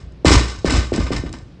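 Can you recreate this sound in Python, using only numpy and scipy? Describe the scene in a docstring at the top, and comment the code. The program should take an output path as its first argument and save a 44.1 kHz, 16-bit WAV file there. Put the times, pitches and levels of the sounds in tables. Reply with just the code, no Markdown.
"""A barbell with rubber plates is dropped on paved ground beside a house and bounces to rest.
Its two ends land one after the other. Each impact gives a short knock of falling pitch and excites
the low modes of the whole weight, heard as a deep boom. The loose steel sleeves chatter and clink,
driving the bending modes of the bar. Wall and stairs reflect the knocks and the steel over quiet air."""
import sys
import numpy as np
from scipy import signal
from scipy.io import wavfile

SR = 44100
rng = np.random.default_rng(int(sys.argv[2]) if len(sys.argv) > 2 else 0)


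def generate_wav(sig):
    """Save sig (samples, or channels by samples) to the path in sys.argv[1] as 16-bit PCM at SR."""
    pcm = np.round(np.clip(np.atleast_2d(sig).T, -1, 1) * 32767).astype(np.int16)
    wavfile.write(sys.argv[1], SR, pcm)


N = 70560

# Outdoor background. Each row: frequency in Hz, relative spectral density in dB.
AIR_SPECTRUM = [(20, -13), (60, -8.5), (130, -4.5), (250, -14.5), (500, -21), (1000, -32.5), (2500, -36.5),
                (5000, -41), (8000, -59), (10000, -60)]
# Sleeves and plates chatter. Each row: start in seconds, level in dB, time until release in seconds,
# treble gain in dB, release T60 in seconds.
RATTLES = [(0, -45, 0.0042, -3.5, 0.19), (0.2516, -16.5, 0.049, 1, 0.092), (0.312, -14, 0.022, -0.5, 0.41),
           (0.481, -43, 0.013, 6.5, 0.29), (0.651, -23, 0.037, -5.5, 0.14), (0.693, -25, 0.091, 0, 0.31),
           (0.928, -29.5, 0.049, -4.5, 0.15), (0.994, -34, 0.022, -1.5, 0.43),
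           (1.061, -35.5, 0.0076, -10, 0.22), (1.115, -29.5, 0.033, -5.5, 0.26),
           (1.16, -35.5, 0.011, 2.5, 0.11), (1.2593, -33, 0.0024, -11, 0.11),
           (1.332, -38, 0.0086, -3.5, 0.2)]
# The clack of steel on steel. Each row: frequency in Hz, relative spectral density in dB.
CLACK_SPECTRUM = [(150, 1.5), (500, 3.5), (800, -2), (1150, 3.5), (1380, -2), (1660, -4.5), (2100, 2),
                  (3200, -5), (4000, -1.5), (4550, -5), (5150, 2), (6100, -9), (7000, -7.5), (7600, -5.5),
                  (8800, -19.5), (10000, -22.5)]
# Bending modes of the bar. Each row: frequency in Hz, relative level in dB, T60 in seconds.
BAR_MODES = [(1131, -10, 0.16), (1218, 3, 0.14), (1541, 5, 0.16), (1822, 4, 0.19), (2103, 0, 0.097),
             (2506, -8.5, 0.19), (3010, 0, .13), (3483, -6, 0.33), (3872, -1.5, 0.3), (4360, -4, 0.18),
             (5080, -5, 0.067), (5670, -19.5, 0.18), (6190, -13.5, .22), (6470, -6.5, 0.29)]
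# Modes of a sleeve and its stop. Each row: frequency in Hz, relative level in dB, T60 in seconds.
SLEEVE_MODES = [(3740, -10, 0.0047), (5180, -15, 0.027), (5370, 3, 0.0078), (5960, -1.5, 0.0072),
                (7270, 0.5, 0.017), (7875, -1, 0.029), (8550, -7.5, 0.023)]
# The weight heaves and the bar whips. Each row: start in seconds, level in dB.
BOOMS = [(0.034, -32.5), (0.071, -33), (0.133, -40), (0.2639, -12), (0.2764, -13), (0.3125, -8.5),
         (.3225, -11.5), (0.3416, -24), (0.3645, -8), (0.584, -27), (0.6761, -17.5), (0.7405, -12),
         (0.757, -31), (0.779, -13), (0.959, -35), (0.998, -16.5), (1.0355, -19), (1.153, -26),
         (1.1705, -28), (1.1931, -21), (1.258, -28), (1.301, -28), (1.428, -35.5)]
# The loaded bar on the ground. Each row: frequency in Hz, relative level in dB, T60 in seconds.
LOADED_BAR_MODES = [(61.33, 0, 0.55), (72.1, 3.5, 0.12), (84.6, 10, 0.068), (115.7, -10, 0.34)]
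# Single sharp contacts of steel. Each row: start in seconds, level in dB.
CLICKS = [(.1216, -47), (0.2474, -25.5), (0.2635, -16), (.2825, -6), (0.3163, -6.5), (.3245, -20),
          (0.344, -23), (0.5886, -29.5), (.646, -21), (0.6621, -14.5), (0.6965, -34), (0.706, -9),
          (0.7328, -20), (0.756, -14.5), (0.769, -12), (0.9147, -30), (0.9386, -18), (0.9615, -10.5),
          (1.134, -16), (1.163, -22.5), (1.293, -32.5), (1.3283, -21), (1.387, -33.5)]
# A plate meets the ground. Each row: start in seconds, knock level in dB, starting pitch in Hz,
# shudder level in dB.
LANDINGS = [(0.2473, -1, 745, -12), (0.3058, -2.5, 593, -14), (0.3188, -4, 677, -16.5),
            (.341, -7, 593, -27.5), (0.6454, -3.5, 639, -15.5), (0.7221, -13, 523, -15),
            (0.92, -6.5, 627, -18.5), (0.9805, -9, 426, -20.5), (0.9894, -11, 423, -32),
            (1.1052, -11, 640, -19), (1.150, -19, 481, -41), (1.2367, -14, 405, -27.5),
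            (1.302, -28, 420, -34), (1.345, -25.5, 396, -34.5)]
# Reflections from wall and stairs. Each row: delay in seconds, gain in dB.
ECHOES = [(.0078, -17.5), (0.0188, -19), (0.0315, -12.5)]
# Dull ring of rubber plates and ground. Each row: frequency in Hz, relative spectral density in dB.
SHUDDER_SPECTRUM = [(25, -12), (50, 0.5), (110, 2.5), (180, 0), (240, -2), (320, 2.5), (450, -19),
                    (700, -15), (1100, -32), (3000, -65.5)]


def amp(db):
    """Amplitude ratio for a level in decibels."""
    return 10 ** (np.asarray(db) / 20)


def unit(x):
    """Normalisation to an rms of 1."""
    return x / np.sqrt(np.mean(x ** 2) + 1e-20)


def since(start):
    """Seconds elapsed since start, zero before it."""
    return np.maximum(np.arange(N) / SR - start, 0)


def convolve(x, response):
    """Convolution: the output of a linear system driven by x."""
    return signal.fftconvolve(x, response)[:N]


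def colour(x, spectrum, size=8192):
    """Minimum-phase filtering, with unit energy and the given spectral shape."""
    hz, db = np.transpose(spectrum)
    log_hz = np.log(abs(np.fft.fftfreq(size, 1 / SR)) + 1)
    log_gain = np.log(amp(np.interp(log_hz, np.log(hz), db)))
    response = np.fft.ifft(np.exp(np.conj(signal.hilbert(log_gain)))).real[:size // 2]
    return convolve(x, response / np.linalg.norm(response))


def low_cut(x, hz):
    """Zero-phase high-pass filtering, which leaves the timing unchanged."""
    return signal.filtfilt(*signal.butter(2, hz, "high", fs=SR), x, padtype=None)


def ring(modes, t):
    """Free vibration as a superposition of damped sinusoids."""
    return sum(amp(db - 60 * t / t60) * np.sin(2 * np.pi * hz * t) for hz, db, t60 in modes)


def air(level_db=-43):
    """Stationary noise, strongest in the bass, forms the outdoor background."""
    return amp(level_db) * unit(colour(rng.standard_normal(N), AIR_SPECTRUM))


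def chatter(taps_per_s=2600, spread_db=2.5, clump_hz=75.6, clump_db=2):
    """A Poisson process of uneven taps, grouped into clumps by random amplitude modulation."""
    taps = (rng.random(N) < taps_per_s / SR) * rng.choice([-1., 1.], N)
    clumps = unit(signal.lfilter(*signal.butter(2, clump_hz, fs=SR), rng.standard_normal(N)))
    strength = np.minimum(rng.exponential(1, N), 2)
    return unit(taps * amp(spread_db * strength + clump_db * clumps))


def burst(start, db, hold, t60, rise_s=0.0056):
    """Envelope of one rattle: linear attack, hold and exponential decay."""
    return np.minimum(since(start) / rise_s, 1) * amp(db - 60 * since(start + hold) / t60)


def steel(taps, ring_db, split_hz=11.7, lower_mode_db=1.5):
    """Impacts clack and excite the bar; bending in two planes splits each mode into a beating pair."""
    t = since(0)[:SR // 2]
    upper = ring([(hz + split_hz, db, t60) for hz, db, t60 in BAR_MODES], t)
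    lower = ring([(hz - split_hz, db, t60) for hz, db, t60 in BAR_MODES], t)
    bar = upper + amp(lower_mode_db) * lower
    return colour(taps, CLACK_SPECTRUM) + amp(ring_db) * convolve(taps, bar / np.linalg.norm(bar))


def rattles(crossover_hz=3000):
    """Repeated collisions of loose sleeves and plates drive the bar in bursts."""
    dull = signal.lfilter(*signal.butter(2, crossover_hz, "low", fs=SR), chatter())
    bright = signal.lfilter(*signal.butter(2, crossover_hz, "high", fs=SR), chatter())
    taps = sum(burst(start, db, hold, t60) * (dull + amp(treble_db) * bright)
               for start, db, hold, treble_db, t60 in RATTLES)
    return steel(taps, ring_db=-8.5)


def sleeve(taps):
    """Modal ringing of a sleeve: each tap excites its high, short-lived modes in new proportions."""
    t = since(0)[:SR // 20]
    ringing = sum(convolve(taps * rng.uniform(0.3, 1.7, N), ring([mode], t)) for mode in SLEEVE_MODES)
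    return ringing / abs(ring(SLEEVE_MODES, t)).max()


def clinks(taps_per_s=83, t60=0.35, level_db=-4.5):
    """Sparse impacts on the sleeves accompany each rattle and weaken exponentially."""
    bursts = [burst(start, db + treble_db, hold, t60) for start, db, hold, treble_db, _ in RATTLES]
    taps = (rng.random(N) < taps_per_s / SR) * rng.choice([-1., 1.], N) * rng.uniform(1, 1.1, N)
    return amp(level_db) * sleeve(np.max(bursts, axis=0) * taps)


def booms(rise_s=0.0068):
    """Damped free vibration of the whole weight in its low modes."""
    vibration = np.zeros(N)
    for start, db in BOOMS:
        t = since(start)
        vibration += amp(db) * (1 - np.exp(-t / rise_s)) * ring(LOADED_BAR_MODES, t)
    return low_cut(vibration, hz=18)


def clicks(scrape_decay_s=0.0015, clink_db=-5, scrape_db=-4.5):
    """Impulsive excitation: a sleeve snaps against its stop, with a clink and a brief scrape."""
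    taps = np.zeros(N)
    for start, db in CLICKS:
        taps[round(start * SR)] += amp(db)
    envelope = convolve(taps, np.exp(-since(0)[:SR // 20] / scrape_decay_s))
    scrape = low_cut(envelope * rng.standard_normal(N), hz=2200)
    return amp(clink_db) * sleeve(taps) + amp(scrape_db) * steel(scrape, ring_db=-5.5)


def knocks(end_hz=139, fall_s=0.0034, peak_s=0.0023):
    """Each landing radiates a brief downward chirp; reflection at the house adds delayed copies."""
    direct = np.zeros(N)
    for start, db, start_hz, _ in LANDINGS:
        t = since(start)
        cycles = end_hz * t + (start_hz - end_hz) * fall_s * (1 - np.exp(-t / fall_s))
        envelope = (t / peak_s * np.exp(1 - t / peak_s)) ** 2
        direct -= amp(db) * envelope * np.sin(2 * np.pi * cycles)
    direct = low_cut(direct, hz=166)
    return direct + sum(amp(db) * np.interp(since(delay), since(0), direct) for delay, db in ECHOES)


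def shudder(rise_s=0.0091, t60=0.39):
    """Modal overlap: crowded low modes of plates and ground merge into noise; landings add in power."""
    power = np.zeros(N)
    for start, _, _, db in LANDINGS:
        t = since(start)
        power += (amp(db - 60 * t / t60) * np.minimum(t / rise_s, 1)) ** 2
    return np.sqrt(power) * unit(colour(rng.standard_normal(N), SHUDDER_SPECTRUM))


def yard(x, level_db=-14, delay_s=0.0068, t60=0.63, treble_t60=0.4, crossover_hz=8600):
    """Reverberation: scattered reflections form a thin tail whose treble decays sooner."""
    t = since(delay_s)[:SR]
    noise = rng.standard_normal(SR)
    low = signal.lfilter(*signal.butter(1, crossover_hz, fs=SR), noise)
    treble = noise - low
    tail = (t > 0) * (low * amp(-60 * t / t60) + treble * amp(-60 * t / treble_t60))
    return amp(level_db) * convolve(x, tail / np.linalg.norm(tail))


def scene(knock_send_db=-2.5):
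    """Superposition of the bouncing barbell, its reverberation and the air, in one channel."""
    metal = rattles() + clinks() + clicks()
    rubber = knocks()
    reverberation = yard(metal + amp(knock_send_db) * rubber)
    return (metal + rubber + reverberation + shudder() + booms() + air())[None]


def record(dry, ceiling=1.17, cutoff_hz=9850):
    """Soft saturation rounds the loudest peaks; a low-pass filter then limits the bandwidth."""
    rounded = dry / (1 + (dry / ceiling) ** 4) ** (1 / 4)
    low_pass = signal.firwin(255, cutoff_hz, window=("kaiser", 8), fs=SR)
    return signal.oaconvolve(rounded, low_pass[None], "same")


dry = scene()
out = record(dry)
generate_wav(out)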